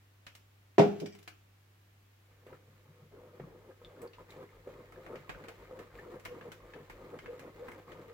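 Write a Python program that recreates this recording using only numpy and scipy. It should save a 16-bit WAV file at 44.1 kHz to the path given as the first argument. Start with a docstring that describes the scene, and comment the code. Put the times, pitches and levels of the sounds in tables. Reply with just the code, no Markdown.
"""Mains hum and a faint hiss fill a small kitchen, heard by two close, spaced microphones.
Plastic clicks lightly; at 0.8 s a heavy knock rings the worktop, loose things chatter, a utensil chinks.
From about 2.4 s a whisk works tomato pulp through a plastic sieve, settling at three strokes a second.
Each stroke sloshes the pulp over a hollow bowl, rasps on the mesh and rocks the sieve;
air pockets pop, the pulp gulps, and now and then the wires tap the sieve's wall."""
import sys
import numpy as np
from scipy import signal
from scipy.fft import rfft, irfft, next_fast_len
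from scipy.io import wavfile

SR = 44100
rng = np.random.default_rng(int(sys.argv[2]) if len(sys.argv) > 2 else 0)


def waveform_to_disk(signal):
    """Save audio, clipped to [-1, 1], as 16-bit WAV at the path in sys.argv[1]."""
    frames = np.transpose(np.atleast_2d(signal))
    scaled = np.clip(frames, -1, 1) * 32767
    samples = np.round(scaled).astype(np.int16)
    wavfile.write(sys.argv[1], SR, samples)


N = 358533
TIME = np.arange(N) / SR


def from_db(db):
    """Decibels to gain."""
    return 10 ** (np.asarray(db) / 20)


def rms_one(x):
    """Scale to unit rms."""
    return x / np.sqrt(np.mean(x ** 2) + 1e-20)


def at_hz(points, hz):
    """Read a curve on a log-frequency axis."""
    f, value = np.transpose(points)
    return np.interp(np.log(np.maximum(hz, 1)), np.log(f), value)


def add(track, s, sound):
    """Mix a sound into a track from time s."""
    start = round(s * SR)
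    track[..., start:start + sound.shape[-1]] += sound[..., :N - start]


def butter(x, hz, kind, order=2):
    """Causal Butterworth filter."""
    return signal.sosfilt(signal.butter(order, np.clip(hz, 10, .45 * SR), kind, fs=SR, output="sos"), x)


def colour(x, spectrum, size=4096):
    """Minimum-phase EQ that follows a spectrum."""
    gain = from_db(at_hz(spectrum, np.arange(size // 2 + 1) * SR / size))
    cepstrum = irfft(np.log(gain))
    cepstrum[1:size // 2] *= 2
    cepstrum[size // 2 + 1:] = 0
    response = irfft(np.exp(rfft(cepstrum)))
    return signal.oaconvolve(np.atleast_2d(x), response[None], axes=1)[:, :x.shape[-1]]


def pair(x, lag_ms):
    """One source at both microphones; a positive lag delays the left."""
    index = np.arange(len(x))
    return np.array([np.interp(index - lag_ms * SR / 1000, index, x, left=0), x])


def drift(per_s):
    """Random modulator of unit rms, gliding between per_s values a second."""
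    return rms_one(np.interp(TIME * per_s, np.arange(4000), rng.standard_normal(4000)))


def grains(per_s, spread_db):
    """Random clicks of uneven size and sign."""
    sizes = from_db(spread_db * np.minimum(rng.exponential(1, N), 4)) * rng.choice([-1, 1], N)
    return sizes * (rng.random(N) < per_s / SR)


def struck(modes, t):
    """A struck body's ring: decaying sines, neighbours in opposite sign."""
    return sum((-1) ** k * from_db(db - 60 * t / t60) * np.sin(2 * np.pi * hz * t)
               for k, (hz, db, t60) in enumerate(modes))


def strikes(events, modes):
    """The same body struck again and again."""
    out, ring = np.zeros(N), struck(modes, TIME[:SR // 2])
    for s, db in events:
        add(out, s, from_db(db) * ring)
    return pair(out, lag_ms=0.054)


# stereo image of diffuse sound: (frequency [Hz], left-right correlation [0..1])
CORRELATION = [(60, .93), (140, .9), (300, .45), (650, .15), (1400, 0), (15000, 0)]

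def diffuse(size):
    """White stereo noise, narrow in the bass and wide in the treble."""
    alike = at_hz(CORRELATION, np.arange(size // 2 + 1) * SR / size)
    mid, side = rfft(rng.standard_normal((2, size)))
    return rms_one(irfft(np.sqrt(1 + alike) * mid + np.sqrt(1 - alike) * side * [[1], [-1]], size))


# EQ of the room's air: (frequency [Hz], gain [dB])
AIR_EQ = [(10, -12), (25, -5), (55, -1), (140, 0), (230, -4), (330, -3), (550, -7), (1000, -8),
          (2200, -8.5), (3200, -12), (5000, -17), (7000, -19), (9300, -23), (12000, -19.5), (15500, -18.5)]

def room_tone(air_db=-68.3, hum_db=-64.5, hum_hz=99.2):
    """A steady bed of airy hiss and mains hum."""
    air = colour(diffuse(next_fast_len(N)), AIR_EQ)[:, :N]
    hum = np.sqrt(2) * np.sin(2 * np.pi * hum_hz * TIME)
    return from_db(air_db) * rms_one(air) + from_db(hum_db) * hum


# plastic clicks, later taps of the wires: (time [s], level [dB], body trim [dB], top trim [dB])
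PLASTIC_TAPS = [(0.2664, -51.5, -13.5, -17), (0.3511, -57.5, -17, -8), (1, -46.5, -27, -19),
                (1.0589, -47, -23.5, -22.5), (1.15, -65, -10, -7), (1.188, -64.5, -16, -8),
                (1.228, -64.5, -19.5, -7), (1.2764, -50, -13.5, -15), (2.4673, -74, -1, -6.5),
                (2.528, -80.5, 10, -10), (3.3982, -73.5, 8, -12), (4.0177, -75, 4, 11.5),
                (4.1335, -56, -20.5, -33), (4.3048, -63, -20, -8.5), (4.922, -69.5, -2, -6),
                (5.0636, -68, 4, -10), (5.1564, -58.5, -7.5, -17), (5.2938, -51, -1, -16.5),
                (5.439, -68, 1, -8), (5.4838, -57, -6.5, -9), (5.7905, -63.5, -2.5, -7.5),
                (6.1972, -67.5, -9, -5), (6.2511, -54, -8, -5), (6.2552, -53.5, -2.5, -25),
                (6.4105, -65, -2, -21), (6.518, -55.5, -9.5, -8), (6.736, -59, -8.5, -26),
                (6.8981, -60.5, -3.5, -8.5), (7.188, -60, -6, -12), (7.2593, -64.5, 3.5, -16),
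                (7.3937, -61, -7, -7), (7.6831, -69, 9.5, -2), (7.7163, -66, -6, -4),
                (7.9182, -62, -5.5, -14)]
# EQ of tapped plastic: (frequency [Hz], gain [dB])
PLASTIC_EQ = [(150, 24.5), (700, 23), (1200, 24), (2100, 26.5), (3000, 20.5), (5000, 12.5), (7500, 12),
              (9500, 7), (15000, 6.5)]

def plastic_taps(t60_s=.055, body_db=3, edge_db=-5, top_db=3):
    """Stiff, damped plastic: many close modes that die fast; the point of contact tilts their colour."""
    out, t = np.zeros((2, N)), TIME[:SR // 6]
    hz, eq_db = np.transpose(PLASTIC_EQ)
    for s, db, body, top in PLASTIC_TAPS:
        tilt_db = at_hz([(1700, body + body_db), (4000, edge_db), (9000, top + top_db)], hz)
        burst = rng.standard_normal((2, len(t))) * from_db(db - 60 * t / t60_s)
        add(out, s, colour(burst, np.column_stack([hz, eq_db + tilt_db])))
    return out


# blows on the worktop: (time [s], ring level [dB], thud level [dB], low-pass cutoff [Hz])
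BLOWS = [(0.7816, -19.5, -15.5, 12000), (0.792, -36, -16.5, 11800), (0.855, -38.5, -26.5, 413),
         (1.017, -39.5, -31.5, 380)]
# ring of the worktop and the vessel on it: (frequency [Hz], level [dB], t60 [s])
WORKTOP_MODES = [(151, -3, .24), (168, -2, .28), (201, -2, .27), (245, -8, .3), (328, -6, .24),
                 (409, 6.5, .48), (495, -7, .24), (672, -6, .17), (755, -8, .17), (915, -17, .24),
                 (1090, -23, .24), (1351, -21, .21)]
# EQ of a blow's dense, short thud: (frequency [Hz], gain [dB])
THUD_EQ = [(30, -53), (70, -31.5), (105, -3.5), (160, -5.5), (300, 0), (720, -1), (1050, -13.5),
           (1500, -19), (2500, -22), (5000, -33), (7500, -41), (10000, -51), (15000, -46)]

def knocks(thud_t60_s=.19):
    """Each blow rings the worktop's modes and raises a thud; a soft contact loses the treble."""
    out, t = np.zeros((2, N)), TIME[:SR]
    for s, ring_db, thud_db, cutoff_hz in BLOWS:
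        ring = from_db(ring_db) * pair(struck(WORKTOP_MODES, t), lag_ms=0.21)
        white = diffuse(SR)
        burst = white * from_db(thud_db - 60 * t / thud_t60_s)
        thud = colour(burst, THUD_EQ) / np.std(colour(white, THUD_EQ))
        add(out, s, butter(ring + thud, cutoff_hz, "low"))
    # the blows carry next to nothing below 100 Hz
    return butter(out, 100, "high", order=3)


# EQ of loose things rattling: (frequency [Hz], gain [dB])
CHATTER_EQ = [(500, 0.5), (1200, -0.5), (2400, -0.5), (5000, -9), (7500, -12.5), (9500, -21.5),
              (15000, -17.5)]

def chatter(start_db=-51, t60_s=1):
    """Loose things buzz against the worktop after the first blow and come to rest."""
    since = TIME - BLOWS[0][0]
    rattle = rms_one(colour(grains(per_s=3500, spread_db=3.5), CHATTER_EQ)[0])
    decay = from_db(start_db - 60 * np.abs(since) / t60_s) * (since > 0)
    return pair(rattle * decay, lag_ms=0.055)


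# chinks of a utensil: (time [s], level [dB])
CHINKS = [(1.0005, -63), (1.0595, -56.5), (1.124, -62)]
# its ring: (frequency [Hz], level [dB], t60 [s])
METAL_MODES = [(1857, -3, .16), (2330, 0, .13), (3187, -6, .13), (4780, -4, .14), (4930, -3, .15),
               (5130, -5, .15), (5615, -1, .17), (6250, -5, .12), (7074, -8, .12), (7800, -8, .11)]

def utensil_chinks():
    """A metal utensil rings, short and bright, just after the knock."""
    return strikes(CHINKS, METAL_MODES)


def stroke(length_s, attack_s, swell_db=0, release_s=0.015):
    """Envelope of one stroke: attack, a hold that swells as pulp piles up (or eases off), release."""
    t = TIME[:SR]
    swell = from_db(swell_db * (np.minimum(t / length_s, 1) - .5))
    return swell * (1 - np.exp(-t / attack_s)) * np.exp(-np.maximum(t - length_s, 0) / release_s)


def nudge(peak_s):
    """Envelope of a soft push: up to 1 at peak_s, then dying away."""
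    t = TIME[:SR] / peak_s
    return t * np.exp(1 - t)


def across_bowl(source, lag_ms=0.094, width_ms=0.11):
    """The wires work at three places at once, each with its own delay between the microphones."""
    return sum(pair(source(), lag_ms + width_ms * place) for place in (-1, 0, 1)) / np.sqrt(3)


# whisk strokes: (time [s], length [s], slosh level [dB], swell [dB], rasp level [dB], rock level [dB])
WHISK_STROKES = [(2.462, 0.09, -62, 6, -68, -76), (2.667, 0.4, -71.5, 18, -78, -77),
                 (3.113, 0.27, -57.5, -4, -76, -69), (3.393, 0.31, -56, 3, -79, -60),
                 (3.801, 0.26, -55, 18.5, -72.5, -62), (4.178, 0.032, -54.5, 7, -65.5, -72),
                 (4.283, 0.15, -53.5, 2.5, -66, -72), (4.53, 0.068, -59, 6, -77, -58),
                 (4.665, 0.15, -50.5, -3.5, -70, -70), (4.924, 0.23, -50.5, 10, -73, -68),
                 (5.277, 0.22, -52, 9.5, -68.5, -60), (5.587, .24, -52.5, 7, -73, -59),
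                 (5.926, 0.23, -53, 8, -67.5, -63), (6.232, 0.26, -56, 10, -77, -61),
                 (6.593, 0.24, -55, 5.5, -77, -65), (6.9, 0.28, -53, 3, -69, -57),
                 (7.225, 0.27, -52, 2, -66.5, -57.5), (7.541, 0.26, -51, 6, -66.5, -64),
                 (7.865, 0.3, -52.5, -4.5, -66.5, -67)]
# bed of pulp swirling between strokes: (time [s], level [dB])
SWIRL_LEVELS = [(2.2, -96.5), (2.32, -70), (3.0, -78), (3.6, -70), (5.2, -59), (8.13, -63.5)]

def stirring(flicker_db=2.5):
    """Every stroke sloshes the pulp, rasps on the mesh and rocks the sieve with a low rumble."""
    flow, rub, rock = np.zeros((3, N))
    for s, length, slosh_db, swell_db, rasp_db, rock_db in WHISK_STROKES:
        # the wires bite into the mesh at once; the pulp takes longer to get moving
        add(rub, s, from_db(rasp_db) * stroke(length, attack_s=0.004))
        add(flow, s, from_db(slosh_db) * stroke(length, attack_s=0.0093, swell_db=swell_db))
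        add(rock, s, from_db(rock_db - 1) * nudge(peak_s=0.037))
    # the swirl keeps a floor under all three envelopes
    swirl_s, swirl_db = np.transpose(SWIRL_LEVELS)
    swirl = from_db(np.interp(TIME, swirl_s, swirl_db)) * (TIME > swirl_s[0])
    flow = np.hypot(flow, swirl) * from_db(flicker_db * drift(21))
    rub = np.hypot(rub, from_db(-8) * swirl)
    rock = np.hypot(rock, from_db(-10) * swirl)
    rocking = rock * rms_one(butter(rng.standard_normal(N), [39, 52], "band"))
    drumming = sieve_wall(flow)
    body = flow * across_bowl(slosh) + gulps() + rocking + drumming
    lean_left = from_db([[.4], [-.4]])
    return body * lean_left + rub * across_bowl(rasp)


def hollow(x, hz, width_hz):
    """A resonance whose centre glides along hz."""
    turn = np.exp(2j * np.pi * np.cumsum(hz) / SR)
    feedback = np.exp(-np.pi * width_hz / SR)
    return (turn * signal.lfilter([1 - feedback], [1, -feedback], x / turn)).real


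# EQ of squelching pulp: (frequency [Hz], gain [dB])
SLOSH_EQ = [(70, -14.5), (130, -15), (220, -2.5), (330, 2.5), (520, -3), (680, -43.5), (900, -8.5),
            (1500, -18), (4000, -43)]
# air resonances of the bowl under the sieve: (frequency [Hz], width [Hz], level [dB])
BOWL_MODES = [(380, 75, -5), (490, 48, 0), (555, 55, -7), (1130, 130, -10)]

def slosh(churn_db=-7, bowl_db=-3):
    """Pulp tears and closes round a wire and sounds the air space below, which it keeps retuning."""
    squelches = grains(per_s=400 * from_db(2.8 * drift(25)), spread_db=0.5)
    churn = colour(squelches, SLOSH_EQ)[0]
    bend = 1 + .04 * drift(14)
    bowl = sum(from_db(db) * rms_one(hollow(grains(per_s=300, spread_db=3.5), hz * bend, width))
               for hz, width, db in BOWL_MODES)
    bowl = butter(bowl, [260, 1400], "band")
    return from_db(churn_db) * rms_one(churn) + from_db(bowl_db) * rms_one(bowl)


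# EQ of wire on mesh: (frequency [Hz], gain [dB])
RASP_EQ = [(500, -24.5), (800, -26), (1100, -3), (1400, -10.5), (2050, -5), (2700, -14.5), (4000, -17.5),
           (5500, -27), (7500, -22), (9500, -37), (15000, -23)]

def rasp(bubbles_db=-2):
    """A wire skips over the wet mesh in uneven runs of tiny slips, with a fizz of bubbles."""
    slips = grains(per_s=450 * from_db(5.4 * drift(40)), spread_db=3.5)
    return rms_one(colour(slips, RASP_EQ)[0]) + from_db(bubbles_db) * small_bubbles()


def bubble(hz, t60, octaves_per_s):
    """A pocket of air rings briefly; its pitch slides as it opens."""
    t = TIME[:SR // 12]
    pitch = hz * 2 ** (octaves_per_s * t)
    return from_db(-60 * t / t60) * np.sin(2 * np.pi * np.cumsum(pitch) / SR)


def small_bubbles(count=320, low_hz=750, high_hz=2400, cycles=28, spread_db=5):
    """Small air pockets of random size, quickly damped by the thick pulp."""
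    out = np.zeros(N)
    for when, pitch, softness, slide in rng.random((count, 4)):
        hz = low_hz * (high_hz / low_hz) ** pitch
        gain = from_db(-spread_db * np.log(softness + 0.075))
        add(out, when * (N - 1) / SR, gain * bubble(hz, cycles / hz, octaves_per_s=40 * (slide - .5)))
    return rms_one(out)


# flexes of the sieve's wall: (time [s], level [dB])
WALL_FLEXES = [(2.50, -59.5), (2.665, -63), (2.851, -60.5), (3.015, -58.5), (3.395, -49.5), (4.78, -65),
               (5.16, -59), (7.10, -58)]

def sieve_wall(flow, follow_db=-67, follow_power=0.64):
    """The wall drums along with the flow of pulp and now and then flexes with a soft boom."""
    flex = np.zeros(N)
    for s, db in WALL_FLEXES:
        add(flex, s, from_db(db) * nudge(peak_s=0.022))
    envelope = np.hypot(flex, from_db(follow_db) * rms_one(flow) ** follow_power)
    return envelope * rms_one(butter(grains(per_s=620, spread_db=2), [128, 180], "band"))


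# bumps of the whisk: (time [s], level [dB])
WHISK_BUMPS = [(2.465, -61), (2.524, -62), (2.683, -75), (3.398, -51), (3.815, -65), (4.672, -54.5)]
# ring of the sieve resting on its bowl: (frequency [Hz], level [dB], t60 [s])
SIEVE_MODES = [(148, -39, 0.12), (260, -17, 0.014), (341, 18.5, 0.053), (348, 24, 0.033), (493, 22, 0.02),
               (750, 15, 0.0061)]

def sieve_bumps(trim_db=-2):
    """The whisk bumps the sieve, which answers with a dull, short ring."""
    return from_db(trim_db) * strikes(WHISK_BUMPS, SIEVE_MODES)


# larger air pockets in the pulp: (time [s], level [dB], starting pitch [Hz])
AIR_POCKETS = [(2.531, -48, 1310), (3.439, -50.5, 1124), (3.711, -55.5, 1610), (3.848, -41.5, 3520),
               (4.018, -47, 8100), (4.076, -51, 4540), (4.184, -45.5, 990), (4.306, -46.5, 3900),
               (4.491, -53, 2120), (4.676, -42, 537), (4.924, -54, 1260), (4.96, -51.5, 1650),
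               (5.348, -43, 1490), (5.989, -41, 1770), (6.411, -47, 1660), (6.604, -53, 1090),
               (6.737, -47, 1720), (6.899, -48.5, 870), (7.191, -42, 2110), (7.684, -45, 1050),
               (7.72, -44, 2130), (7.881, -46, 1110)]

def plops(cycles=40):
    """Pockets pop behind the wires, rising in pitch as they near the surface."""
    out = np.zeros(N)
    for s, db, hz in AIR_POCKETS:
        add(out, s, from_db(db) * bubble(hz, cycles / hz, octaves_per_s=3.5))
    return pair(out, lag_ms=0.02)


# the loudest gulps: (centre time [s], level [dB], centre pitch [Hz])
PULP_GULPS = [(3.15, -49, 420), (4.035, -43.5, 470), (4.40, -50.5, 500), (4.685, -47.5, 490),
              (5.135, -52, 440), (5.495, -47.5, 460), (5.765, -52, 505), (6.075, -46, 475),
              (6.13, -46.5, 360), (6.321, -43.5, 495), (6.475, -45, 470), (7.146, -48, 470),
              (7.30, -41, 490), (7.335, -46, 480), (7.615, -42, 480), (7.786, -56, 450), (8.10, -46, 460)]

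def gulps(trim_db=-2, half_width_s=0.015, roughness=0.31, waver_cutoff_hz=35.2, octaves_per_s=1.997):
    """The wires drag a hollow through the pulp; it sings briefly, wavering and rising as it closes."""
    out, t = np.zeros(N), TIME[:SR // 4] - 1 / 8
    swell = np.exp(-.5 * (t / half_width_s) ** 2)
    for s, db, hz in PULP_GULPS:
        wobble = butter(rng.standard_normal((2, len(t))), waver_cutoff_hz, "low")
        waver, flutter = roughness * rms_one(wobble)
        phase = 2 * np.pi * np.cumsum(hz * 2 ** (octaves_per_s * t)) / SR
        add(out, s + t[0], from_db(db + trim_db) * swell * (1 + flutter) * np.sin(phase + 2 * waver))
    return pair(out, lag_ms=0.27)


# decay of the kitchen's reverb: (frequency [Hz], t60 [s])
ROOM_DECAY = [(100, .5), (250, .5), (700, .38), (2500, .36), (6000, .33), (15000, .2)]

def kitchen(dry, early_db, late_db, early_t60_s=0.11):
    """Quick reflections from things too small to return the bass, then a tail that dies band by band."""
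    t, white = TIME[:SR], diffuse(SR)
    tail = sum(butter(white, [hz, 2 * hz], "band") * from_db(-60 * t / at_hz(ROOM_DECAY, hz * 2 ** .5))
               for hz in 60 * 2. ** np.arange(8))
    early = butter(diffuse(SR) * from_db(-60 * t / early_t60_s) * (t > .0015), 650, "high")
    response = from_db(early_db) * rms_one(early) + from_db(late_db) * rms_one(tail * (t > .008))
    return dry + signal.oaconvolve(dry, response / np.sqrt(SR), axes=1)[:, :N]


def scene():
    """Four groups, each with its own reverb sends, over the room tone."""
    blows = kitchen(knocks(), early_db=-14, late_db=-11.5)
    clicks = kitchen(plastic_taps(), early_db=-3, late_db=-7)
    rattles = kitchen(chatter() + utensil_chinks(), early_db=-3, late_db=-18)
    # the whisk is close to the microphones, so it carries little of the room's tail
    whisk = kitchen(stirring() + sieve_bumps() + plops(), early_db=-4, late_db=-14)
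    return room_tone() + clicks + blows + rattles + whisk


def record(dry, cutoff_hz=15900):
    """A steep high cut on the whole mix."""
    return signal.sosfilt(signal.ellip(12, .1, 80, cutoff_hz, fs=SR, output="sos"), dry)


dry = scene()
out = record(dry)
waveform_to_disk(out)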